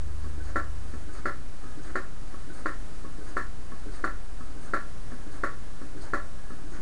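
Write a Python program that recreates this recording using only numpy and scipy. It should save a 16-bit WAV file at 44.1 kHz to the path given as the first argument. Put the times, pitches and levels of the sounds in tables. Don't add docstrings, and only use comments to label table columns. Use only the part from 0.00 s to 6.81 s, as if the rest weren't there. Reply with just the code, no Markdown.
import sys
import numpy as np
from scipy import signal
from scipy.fft import rfft, irfft, next_fast_len
from scipy.io import wavfile
from scipy.ndimage import uniform_filter1d

SR = 44100
rng = np.random.default_rng(int(sys.argv[2]) if len(sys.argv) > 2 else 0)


def voltage_ratio(decibels):
    exponent = np.asarray(decibels, float) / 20
    return 10 ** exponent


def log_audio(samples):
    frames = np.atleast_2d(samples).T
    limited = np.clip(frames, -1, 1)
    pcm = np.round(limited * 32767).astype(np.int16)
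    wavfile.write(sys.argv[1], SR, pcm)


N = 300321
T = np.arange(N) / SR


def add(out, s, sound):
    i = max(int(s * SR), 0)
    out[i:i + len(sound)] += sound[:len(out) - i]


def walk(rate):
    k = int(SR / rate)
    steps = np.repeat(rng.standard_normal(N // k + 1), k)
    y = uniform_filter1d(uniform_filter1d(steps, k), k)[:N]
    return y / y.std()


def coloured(points):
    size = next_fast_len(N)
    hz, db = np.transpose(points)
    bin_hz = np.arange(size // 2 + 1) * SR / size + 0.0012
    gain = voltage_ratio(np.interp(np.log(bin_hz), np.log(hz), db, -120, -120))
    y = irfft(rfft(rng.standard_normal(size)) * gain, size)[:N]
    return y / y.std()


def band(hz, width):
    b, a = signal.iirpeak(hz, hz / width, SR)
    once = signal.lfilter(b, a, rng.standard_normal(N))
    y = signal.lfilter(b, a, once)
    return y / y.std()


def ring(hz, t60):
    t = T[:SR // 6]
    return np.sin(2 * np.pi * hz * t) * np.exp(-np.log(1000) * t / np.clip(t60, .005, .2))


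def body(modes, scatter_db, detune, rise_s):
    chance = np.clip(rng.standard_normal((len(modes), 2)), -1.5, 1.5)
    y = -sum(voltage_ratio(db + scatter_db * a) * ring(hz * (1 + detune * b), t60)
             for (hz, db, t60), (a, b) in zip(modes, chance))
    y = y * np.sin(np.pi / 2 * np.minimum(T[:len(y)] / rise_s, 1)) ** 2
    return y / np.abs(y).max()


def knocks(events, wood, tin, wood_early_s, tick_late_s, gain_db):
    out = np.zeros(N)
    for s, wood_db, tin_db in events:
        for lag, db in [(0, 0.5), (.017, -2)]:
            thud = body(wood, scatter_db=2.5, detune=.015, rise_s=.003)
            add(out, s + lag - wood_early_s, voltage_ratio(db + wood_db + gain_db) * thud)
        tick = body(tin, scatter_db=3.5, detune=0.0089, rise_s=0.0028)
        add(out, s + tick_late_s, voltage_ratio(tin_db + 3.5) * tick)
    return out


# (frequency [Hz], density [dB per Hz])
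AIR = [(60, -8), (100, -1), (200, -7), (300, -9.5), (420, -14), (520, -14.5), (980, -19), (1300, -20),
       (1700, -21.5), (2200, -25.5), (3500, -28.5), (5500, -29), (9500, -31), (11000, -16.5), (14000, -67)]
# (frequency [Hz], density [dB per Hz])
RUMBLE = [(3, 4), (6, -7), (12, -1), (20, -7), (30, -1.5), (40, -5.5), (50, -8), (62, -10.5), (80, -19.5),
          (110, -23.5), (150, -39), (240, -120)]
# (frequency [Hz], level [dB])
WHINE = [(3893, -81), (9600, -86)]


def background():
    air = voltage_ratio(-47 + 0.4 * walk(5)) * coloured(AIR)
    swell = voltage_ratio(0.55 * walk(1.55))
    rumble = voltage_ratio(-40) * coloured(RUMBLE) * swell
    whine = sum(np.sqrt(2) * voltage_ratio(db) * np.sin(2 * np.pi * hz * T) for hz, db in WHINE)
    return air + rumble + whine


# (multiple of its speed [1], level [dB])
MOTOR_ORDERS = [(1, -2.5), (2, -0.5), (3, 2.4)]


def motor():
    speed_hz, level_db, leaves_s, fade_db_s2 = 25.34, -41, 0.57, 37
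    phase = 2 * np.pi * np.cumsum(speed_hz * (1 + .005 * walk(5))) / SR
    tone = sum(voltage_ratio(db + .8 * walk(4)) * np.sin(order * phase + order) for order, db in MOTOR_ORDERS)
    return np.sqrt(2) * tone * voltage_ratio(level_db - fade_db_s2 * np.maximum(T - leaves_s, 0) ** 2)


# (frequency [Hz], width [Hz], level [dB])
MURMUR = [(757, 21, -75.5), (1079, 42, -70.5), (1150, 19, -77.5), (1250, 11, -68.5), (1460, 29, -73.5),
          (1666, 7.4, -72), (1870, 7.1, -82)]


def murmur():
    return sum(voltage_ratio(db + 2.27 * walk(8.7)) * band(hz, width) for hz, width, db in MURMUR)


def slap_times():
    turn_s = .697
    return np.append(np.transpose(SLAPS)[0], SLAPS[-1][0] + turn_s)


def stroke(late_s):
    rub_db, rub_lead_s, rise_s, hold_s, rub_fall_db_s = -62, 0.12, 0.013, 0.05, 233
    drag_db, drag_lead_s, drag_rise_db_s, drag_fall_db_s = -69, 0.31, 42, 28
    slap_s = slap_times()
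    coming = np.minimum(np.searchsorted(slap_s, T - .03), len(slap_s) - 1)
    to_slap = slap_s[coming] - T + late_s
    t, u = rub_lead_s - to_slap, drag_lead_s - to_slap
    down = np.clip(1 + t / rise_s, 0, 1) * voltage_ratio(rub_db - rub_fall_db_s * np.maximum(t - hold_s, 0))
    up = voltage_ratio(drag_db - np.where(u < 0, -drag_rise_db_s * u, drag_fall_db_s * u))
    return up * np.clip(-t / rise_s, 0, 1) + down


# (frequency [Hz], width [Hz], level [dB])
RUB_BANDS = [(296, 140, 9.5), (630, 580, 5.5), (1236, 270, 5), (1540, 510, 6.5), (1760, 670, -2),
             (4500, 1200, -1), (6640, 900, -4), (8730, 1300, -1.5)]


def rub():
    tin_late_s, tin_below_hz, grain_db = 0.016, 3000, 2.2
    hiss, can = stroke(0.), stroke(tin_late_s)
    return sum((can if hz < tin_below_hz else hiss) * voltage_ratio(db + grain_db * walk(60)) * band(hz, width)
               for hz, width, db in RUB_BANDS)


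# (time [s], wood level [dB], tin level [dB])
BEAM_KNOCKS = [
    (0.243, -34, -44.5),
    (0.937, -32.5, -44),
    (1.639, -35, -47),
    (2.342, -38, -42),
    (3.047, -33.5, -42),
    (3.719, -35, -41),
    (4.407, -36, -42),
    (5.119, -33.5, -41.5),
    (5.816, -32.5, -42.5),
    (6.505, -33, -41),
]
# (frequency [Hz], level [dB], t60 [s])
BEAM = [(250, 3, 0.099), (305, -2, 0.071), (373, -5.5, 0.11), (545, -5.5, 0.048), (757, -18, 0.035)]
# (frequency [Hz], level [dB], t60 [s])
BEAM_TIN = [(1120, 4.5, 0.088), (1250, 1, 0.081), (1294, 0.5, 0.089), (1730, 1, 0.057), (1683, -1.5, 0.038)]


def beam_knocks():
    return knocks(BEAM_KNOCKS, BEAM, BEAM_TIN, wood_early_s=0.0018, tick_late_s=-0.00105, gain_db=-2.7)


# (time [s], wood level [dB], tin level [dB])
LINK_KNOCKS = [
    (0.385, -38, -47),
    (1.077, -41, -50.5),
    (1.779, -38, -51),
    (2.484, -39.5, -46.5),
    (3.191, -36, -51),
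    (3.867, -35, -51),
    (4.558, -38, -53),
    (5.274, -38.5, -54),
    (5.956, -36.5, -52),
    (6.647, -39.5, -53),
]
# (frequency [Hz], level [dB], t60 [s])
LINK = [(213, -10.5, 0.11), (310, 1, 0.071), (377, -9, 0.27), (426, -11, 0.21), (488, -11, 0.047)]
# (frequency [Hz], level [dB], t60 [s])
LINK_TIN = [(1196, -16, 0.058), (1520, 2, 0.1), (1630, -5, .06)]


def link_knocks():
    return knocks(LINK_KNOCKS, LINK, LINK_TIN, wood_early_s=0.00704, tick_late_s=0.015, gain_db=0.3)


def rod_seats():
    lead_s, wood_db, tin_db = 0.06, -43, -59
    seats = [(s - lead_s, wood_db, tin_db) for s in slap_times()]
    return knocks(seats, BEAM, LINK_TIN, wood_early_s=0., tick_late_s=0., gain_db=-2.0)


# (time [s], level [dB], lean towards the can's low modes [dB])
SLAPS = [
    (0.5589, -17, -3.5),
    (1.257, -17, -6.5),
    (1.9559, -17, -3.5),
    (2.6586, -17.5, 0.5),
    (3.3686, -17.5, .5),
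    (4.0411, -16.5, -0.5),
    (4.7364, -16, -3.5),
    (5.4365, -17, -0.5),
    (6.135, -17, 0),
]
# (time after the blow [s], level [dB])
BOUNCES = [
    (-.0014, 0),
    (.0075, -6),
    (0.022, -19.5),
    (0.032, -11.5),
]
# (frequency [Hz], level [dB], t60 [s])
BOARD = [(248.6, -9, 0.14), (318.4, 0.5, 0.1), (375.8, -2.5, 0.093), (398, 0, 0.025), (470.6, -19, 0.29),
         (541, -12, 0.15), (576, -6, 0.091), (638.5, -13, 0.13), (674, -18.5, 0.21), (782, -17, 0.14),
         (845, -46, 0.02)]
# (frequency [Hz], level [dB], t60 [s])
CAN_LOW = [(960, -21, 0.027), (1120, 10, 0.14), (1155, 5, 0.17), (1155, -14, 0.2)]
CAN_MID = [(1370, -27, .05), (1335, -6.5, 0.23), (1385, 9, 0.07), (1376, 12, 0.063), (1350, -6, 0.044),
           (1450, -16, 0.01)]
CAN_HIGH = [(1673, 12, 0.014), (1737, 3, 0.067), (1792, 9, 0.02), (1797, -9, 0.019), (1925, -6, .05),
            (2130, -5, 0.024), (2400, 4, 0.006)]
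# (frequency [Hz], level [dB], t60 [s])
WIRE = [(4460, 1, 0.083), (4456, -6, 0.048), (4600, -6.5, 0.087), (4840, -2.5, 0.045), (8020, -4, 0.054)]


def slaps():
    board_db, buzz_db, rattle_db = -7, -35, -14
    grip_s, grip_db, grip_fall_s = .012, -11.5, .001
    out, buzz, rattle = np.zeros((3, N))
    t = T[:SR // 4]
    for s, blow_db, lean_db in SLAPS:
        parts = [(CAN_MID, -3), (CAN_LOW, -7 + lean_db), (CAN_HIGH, -4.5), (WIRE, -28)]
        for lag, db in BOUNCES:
            lag = lag * (1 + .08 * rng.standard_normal())
            tin = sum(voltage_ratio(part_db) * body(modes, scatter_db=2, detune=.012, rise_s=.002)
                      for modes, part_db in parts)
            grip = np.clip((T[:len(tin)] + lag - grip_s) / grip_fall_s, 0, 1) * (lag < grip_s)
            add(out, s + lag, voltage_ratio(blow_db + db + grip_db * grip) * tin)
            board = body(BOARD, scatter_db=1.5, detune=.01, rise_s=.004)
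            add(out, s + lag - .003, voltage_ratio(1.1 * db + blow_db + board_db) * board)
        add(buzz, s, voltage_ratio(blow_db + buzz_db) * (1 - np.exp(-t / 0.0018)) * np.exp(-t / 0.035))
        add(rattle, s, voltage_ratio(blow_db + rattle_db) * (1 - np.exp(-t / 0.0094)) * np.exp(-t / 0.027))
    out = signal.sosfilt(signal.butter(2, 195, "high", fs=SR, output="sos"), out)
    lid = voltage_ratio(-3.5) * band(1120, 200) + band(1382, 200) + voltage_ratio(-0.5) * band(1770, 320)
    fizz = band(4320, 2200) + voltage_ratio(-5.0) * band(6830, 1300) + voltage_ratio(7.0) * band(12800, 5300)
    return out + rattle * lid + buzz * fizz


def room(x):
    t60_s, level_db, gap_s = 0.29, -10, 0.0126
    t = T[:SR // 2]
    tail = rng.standard_normal(len(t)) * np.exp(-np.log(1000) * t / t60_s) * (t > gap_s)
    return voltage_ratio(level_db) * signal.fftconvolve(x, tail / np.linalg.norm(tail))[:N]


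def scene():
    engine = rub() + beam_knocks() + link_knocks() + rod_seats() + slaps()
    return (background() + motor() + murmur() + engine + room(engine))[None]


def top_cut(x):
    return signal.sosfilt(signal.butter(12, 10980, fs=SR, output="sos"), x)


def record(dry):
    top_hz, offset = 10950, -.0802
    steep = signal.cheby2(10, 50, top_hz * 1.03, fs=SR, output="sos")
    narrow = signal.sosfilt(steep, dry)
    return top_cut(narrow + offset)


dry = scene()
out = record(dry)
log_audio(out)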